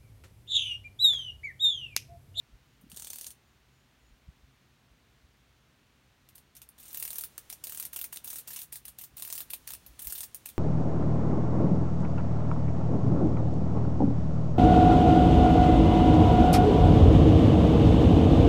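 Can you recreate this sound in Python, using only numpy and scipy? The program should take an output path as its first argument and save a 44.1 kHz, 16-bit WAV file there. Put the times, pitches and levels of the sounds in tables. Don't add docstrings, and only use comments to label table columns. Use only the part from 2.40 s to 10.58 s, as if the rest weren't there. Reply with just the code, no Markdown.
import sys
import numpy as np
from scipy import signal
from scipy.fft import rfft, irfft
from scipy.io import wavfile

SR = 44100
rng = np.random.default_rng(int(sys.argv[2]) if len(sys.argv) > 2 else 0)


def output_pcm(signal):
    pcm = np.clip(np.atleast_2d(signal).T, -1, 1) * 32767
    wavfile.write(sys.argv[1], SR, np.round(pcm).astype(np.int16))


N = 360738
TIME = np.arange(N) / SR

# (first stroke [s], last stroke [s], extra time for the first beat [s],
# start level [dB], end level [dB], return stroke against main stroke [dB], body [dB], scatter [dB])
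WING_FITS = [(0.517, .5447, 0, -41.5, -48, -20, 4, -2), (0.5722, .6708, 0.00076, -35, -35, -22, 4, -3),
             (0.7034, 0.8114, 0.0026, -32.5, -33.5, -18, 2.5, -4),
             (.8672, 0.9052, 0.0064, -33, -41, -25.5, 3.5, -0.5),
             (3.9555, 3.98, 0.017, -42, -46, -20, 0.5, -2.5), (4.399, 4.5063, 0.004, -47.5, -45, -5, 1, 4),
             (4.546, 4.8363, 0.00063, -29, -30.5, -15, -1.5, -1.5),
             (5.1, 5.127, 0, -31.5, -34, -21, 1.5, -2),
             (5.2412, 5.4522, 0.0031, -33, -31.5, -12, 1.5, -1.5),
             (5.5321, 5.642, 0.0056, -31, -28, -16.5, 0, -1.5),
             (5.728, 5.76, 0.0012, -31.5, -33, -14, 0, 0), (5.8447, 5.9852, .003, -32.5, -32, -9, -1, 1.5),
             (6.076, 6.218, .001, -35.5, -33.5, -7, 1.5, 3.5), (6.325, 6.3564, 0, -34.5, -35, -10, -0.5, 2),
             (6.453, 6.4814, 0.0048, -37, -36.5, -31.5, 2.5, 1.5),
             (6.587, 6.638, 0, -37, -36, -25.5, 1, 1.5), (6.7699, 7.005, 0.0019, -35.5, -29, -11.5, 0.5, 0),
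             (7.104, 7.135, 0.0078, -31.5, -27, -21, -0.5, -2.5),
             (7.275, 7.336, 0, -30.5, -31.5, -6.5, 1.5, -3), (7.593, 7.832, 0, -38, -34, -13, 0, 5.5),
             (8.0593, 8.089, 0.0083, -31, -32, -11.5, 1.5, -3)]
# (time [s], level [dB])
SQUARE_HITS = [(4.784, -25), (4.8374, -27), (5.2397, -28.5), (5.399, -26.5), (5.5618, -26), (5.6138, -26),
               (6.218, -33), (6.823, -28), (6.926, -26), (7.671, -26), (7.7238, -26), (7.8062, -28)]
# (time [s], level [dB], body [dB], scatter [dB])
WING_FLICKS = [(.412, -60, -15.5, 3), (.4992, -49, -2, 1), (0.5626, -41, 5.5, 0), (0.831, -45, -2, 5.5),
               (.844, -37, 7.5, -4), (3.8887, -50, 11, -1), (4.1519, -49, 3.5, 1.5), (4.167, -43, 8, .5),
               (4.2176, -40, 1, -1.5), (4.2895, -43, -2, -6), (4.381, -52.5, 5, 8), (4.53, -37, -5, 0),
               (4.9794, -30.5, 2.5, -5.5), (5.7714, -32.5, 9, -8), (6.7808, -38.5, 0, 0),
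               (7.4636, -40, 0.5, 0), (7.9459, -29.5, -4, -2.5)]
TWIST_S = 2.0
# (frequency [Hz], relative level [dB])
COLOUR_BEFORE_TWIST = [(150, -17.5), (500, -14), (1500, -15), (2300, -12), (3700, -7), (5200, -9),
                       (6300, -3.5), (7600, -4.5), (8800, 1), (10600, -1.5), (12000, -1), (15700, -2.5),
                       (17000, -31)]
# (frequency [Hz], relative level [dB])
COLOUR_AFTER_TWIST = [(150, -27), (420, -19.5), (700, -14.5), (1500, -14), (2800, -12), (4300, -10.5),
                      (6300, -9.5), (7800, -8), (8500, -3), (9200, -1.5), (10500, -4.5), (12000, -0.5),
                      (15700, -1.5), (17000, -18)]
# (pitch [Hz], width [Hz], level before the twist [dB], level after it [dB])
WING_RESONANCES = [(2750, 260, -22, -4.5), (3570, 170, -11, -5), (4460, 75, 3, -18), (6100, 180, -6.5, -20),
                   (8860, 150, -4, -14)]
# (time [s], pitch [Hz], peak level [dB])
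TWIG_PINGS = [(.5665, 5400, -48), (.7025, 6200, -38), (5.129, 5650, -39)]
# (time [s], level [dB])
QUIVER_LEVEL = [(4.25, -99), (4.42, -62), (5.4, -64), (6.1, -63.5), (6.3, -73.5), (6.73, -71), (6.85, -63),
                (8.18, -64)]
# (frequency [Hz], relative level [dB])
RUBBING_COLOUR = [(300, 8.5), (1500, 1.5), (3000, 1), (7500, 0), (9000, -1), (10500, 1), (12500, -6),
                  (15700, -1)]
# (frequency [Hz], gain [dB])
SCATTER_COLOUR = [(300, 1), (1500, -5.5), (4500, 0), (9000, 1.5), (15000, -1)]
# (delay [s], gain [dB])
TRUNK_ECHOES = [(.0023, -38), (.0055, -24.5), (0.0119, -18.5)]
# (centre time [s], pitch [Hz], level [dB], overtone against the thud [dB])
HAND_BUMPS = [(.146, 47.6, -49, -4), (0.442, 209.5, -46.5, -22.5), (0.469, 268, -50.5, -27),
              (.534, 81, -54, 6), (1.731, 48, -52, -10), (1.89, 62.8, -43, -2.5), (2.041, 64.7, -52, -20),
              (2.524, 60, -56, -9.5), (2.849, 61.3, -55.5, -16), (6.74, 73, -59, -16),
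              (7.509, 49.4, -52, -10), (7.677, 57.6, -43, -10)]
# (start [s], length [s], level [dB])
FAR_CHIRPS = [(.29, 0.093, -86), (1.02, .14, -82), (1.308, .16, -82), (1.596, 0.14, -81.5)]
# (frequency [Hz], relative level [dB])
WASH_COLOUR = [(150, -24), (250, -0.5), (367, -3.5), (500, -7), (1500, -7), (2900, -9), (4500, -12.5),
               (6400, -17), (7600, -20), (9500, -23), (12000, -27), (15700, -25.5)]
# (frequency [Hz], relative level [dB])
TRAFFIC_COLOUR = [(20, -43), (40, -9.5), (58, 3.5), (80, -4), (105, -4), (170, -8), (260, -11),
                  (400, -29.5), (800, -37)]
# (time [s], level [dB])
TRAFFIC_LEVEL = [(0, -68), (.5, -64), (1.3, -67.5), (3.5, -68.5), (8.18, -65)]
# (frequency [Hz], width [Hz], share removed [0-1])
HOUSING_NOTCHES = [(4920, 720, 0.24), (7760, 240, 0.47), (10550, 600, 0.34)]


def cicada_wings(trim_db=-0.93):
    snaps = np.zeros(N)
    for time_s, db, body_db, scatter_db in wing_contacts():
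        colour = COLOUR_BEFORE_TWIST if time_s < TWIST_S else COLOUR_AFTER_TWIST
        add(snaps, time_s, from_db(db + trim_db) * wing_snap(colour, body_db, scatter_db))
    wings = snaps.copy()
    for hz, width, before_db, after_db in WING_RESONANCES:
        wings += from_db(np.where(TIME < TWIST_S, before_db, after_db)) * resonance(snaps, hz, width)
    trunks = sum(from_db(db) * delayed(wings, delay_s) for delay_s, db in TRUNK_ECHOES)
    return wings + trunks + hard_echo(wings) + far_trees(wings)


def wing_contacts(square_body_db=-1.5, square_scatter_db=-1.5):
    fits = [wing_beats(*fit) for fit in WING_FITS]
    grazes, strokes, returns = (uneven(np.vstack(rows)) for rows in zip(*fits))
    for time_s, db in SQUARE_HITS:
        nearest = np.argmin(np.abs(strokes[:, 0] - time_s))
        strokes[nearest] = time_s, db, square_body_db, square_scatter_db
    return np.vstack([strokes, returns, grazes, WING_FLICKS])


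def wing_beats(first_s, last_s, lag_s, start_db, end_db, return_db, body_db, scatter_db, beat_hz=37.5):
    steady_s = last_s - first_s - lag_s
    count = max(round(steady_s * beat_hz), 1)
    beat_s = steady_s / count
    beat = np.arange(count + 1)
    times = first_s + beat * beat_s + lag_s * (beat > 0)
    levels = np.linspace(start_db, end_db, count + 1)
    strokes = np.array([(time_s, db, body_db, scatter_db) for time_s, db in zip(times, levels)])
    grazes = strokes + [0, -14, 0, 6.5]
    grazes[:, 0] -= np.where(beat > 0, 0.0042, 0.0034)
    returns = strokes + [0.48 * beat_s, return_db, 2.5, -1.5]
    return grazes, strokes, returns


def uneven(contacts, jitter_s=0.0002, level_db=1.1265, colour_db=0.84):
    return contacts + rng.standard_normal(contacts.shape) * [jitter_s, level_db, colour_db, colour_db]


def wing_snap(colour, body_db, scatter_db, buckle_s=0.0015, body_hz=7500, size=8192):
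    t, hz = TIME[:size], np.fft.rfftfreq(size, 1 / SR)
    crackle = burst(np.exp(-0.5 * (t / buckle_s) ** 2), energy=buckle_s * SR)
    swell = np.clip(2 * t / 0.0037 - 1, 0, 1)
    tail = burst(swell * fade(t, fade_s=0.09), energy=buckle_s * SR)
    scattered = rfft(tail) * from_db(scatter_db + at_hz(SCATTER_COLOUR, hz))
    spot_db = np.interp(hz, np.geomspace(400, 16000, 16), 2.48 * rng.standard_normal(16))
    body = 1 / (1 + (hz / body_hz) ** 6)
    gain = rms_one(from_db(at_hz(colour, hz) + body_db * body + spot_db))
    return irfft((rfft(crackle) + scattered) * causal(gain))


def twig_pings(ring_s=0.032):
    out, t = np.zeros(N), TIME[:SR // 4]
    for time_s, hz, db in TWIG_PINGS:
        add(out, time_s, from_db(db) * fade(t, ring_s) * np.sin(2 * np.pi * hz * t))
    return out


def wing_quiver():
    return from_db(in_time(QUIVER_LEVEL)) * coloured_noise(RUBBING_COLOUR)


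def hard_echo(sound, delay_s=0.0285, echo_db=-31, dull_hz=6000):
    dull = signal.sosfilt(signal.butter(1, dull_hz, fs=SR, output="sos"), sound + 1e-18)
    return from_db(echo_db) * delayed(dull, delay_s)


def far_trees(sound, tail_db=-16, fade_s=0.21):
    echoes = burst(fade(TIME[:SR // 2], fade_s), energy=from_db(tail_db) ** 2)
    return signal.fftconvolve(sound, echoes)[:N]


def hand_bumps(half_length_cycles=0.9, overtone_ratio=2.3):
    out = np.zeros(N)
    for time_s, thud_hz, db, overtone_db in HAND_BUMPS:
        for hz, level_db in (thud_hz, db), (thud_hz * overtone_ratio, db + overtone_db):
            during = np.abs(TIME - time_s) * hz < 4 * half_length_cycles
            cycles = (TIME[during] - time_s) * hz
            swell = np.exp(-(cycles / half_length_cycles) ** 2)
            out[during] += from_db(level_db) * swell * np.cos(2 * np.pi * (cycles + rng.random()))
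    return out


def far_insects(pitch_hz=6900, width_hz=170):
    out, t = np.zeros(N), TIME[:SR // 2]
    for start_s, length_s, db in FAR_CHIRPS:
        tone = rms_one(wavering_tone(pitch_hz, width_hz, len(t)))
        swell = np.sqrt(np.abs(np.sin(np.pi * np.minimum(t / length_s, 1))))
        add(out, start_s, from_db(db) * tone * swell)
    return out


def outdoors(wash_db=-68.5, hum_hz=129.2, hum_db=-75):
    wash = from_db(wash_db) * coloured_noise(WASH_COLOUR)
    traffic = from_db(in_time(TRAFFIC_LEVEL)) * coloured_noise(TRAFFIC_COLOUR)
    hum = wavering_tone(hum_hz, width_hz=9, size=N + SR)[SR:]
    return wash + traffic + from_db(hum_db) * rms_one(hum)


def from_db(db):
    return 10 ** (np.asarray(db) / 20)


def rms_one(x):
    return x / np.sqrt(np.mean(x ** 2) + 1e-20)


def fade(t, fade_s):
    return np.exp(-np.log(1000) * t / fade_s)


def in_time(rows):
    return np.interp(TIME, *np.transpose(rows))


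def at_hz(colour, hz):
    known_hz, db = np.transpose(colour)
    return np.interp(np.log(np.maximum(hz, 1)), np.log(known_hz), db)


def coloured_noise(colour):
    gain = from_db(at_hz(colour, np.fft.rfftfreq(N, 1 / SR)))
    return rms_one(irfft(rfft(rng.standard_normal(N)) * gain, N))


def burst(outline, energy):
    clicks = rng.standard_normal(len(outline)) * outline
    return clicks * np.sqrt(energy / np.sum(clicks ** 2))


def resonance(sound, hz, width_hz):
    decay = np.exp(-np.pi * width_hz / SR)
    feedback = [1, -2 * decay * np.cos(2 * np.pi * hz / SR), decay ** 2]
    return signal.lfilter(np.array([1, 0, -1]) * (1 - decay ** 2) / 2, feedback, sound + 1e-18)


def wavering_tone(hz, width_hz, size):
    return resonance(resonance(rng.standard_normal(size), hz, width_hz), hz, width_hz)


def causal(gain):
    cepstrum = irfft(np.log(gain))
    half = len(cepstrum) // 2
    cepstrum[1:half] *= 2
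    cepstrum[half + 1:] = 0
    return np.exp(rfft(cepstrum))


def delayed(sound, delay_s):
    lag = round(delay_s * SR)
    return np.concatenate([np.zeros(lag), sound[:-lag]])


def add(track, time_s, sound):
    start = round(time_s * SR)
    track[start:start + len(sound)] += sound[:N - start]


def scene():
    background = outdoors() + far_insects() + hand_bumps()
    return (background + cicada_wings() + twig_pings() + wing_quiver())[None]


def record(dry):
    heard = dry
    for hz, width, share in HOUSING_NOTCHES:
        heard = heard - share * resonance(heard, hz, width)
    treble_cut = signal.ellip(10, 0.2, 75, 15900, fs=SR, output="sos")
    return signal.sosfilt(treble_cut, heard)


dry = scene()
out = record(dry)
output_pcm(out)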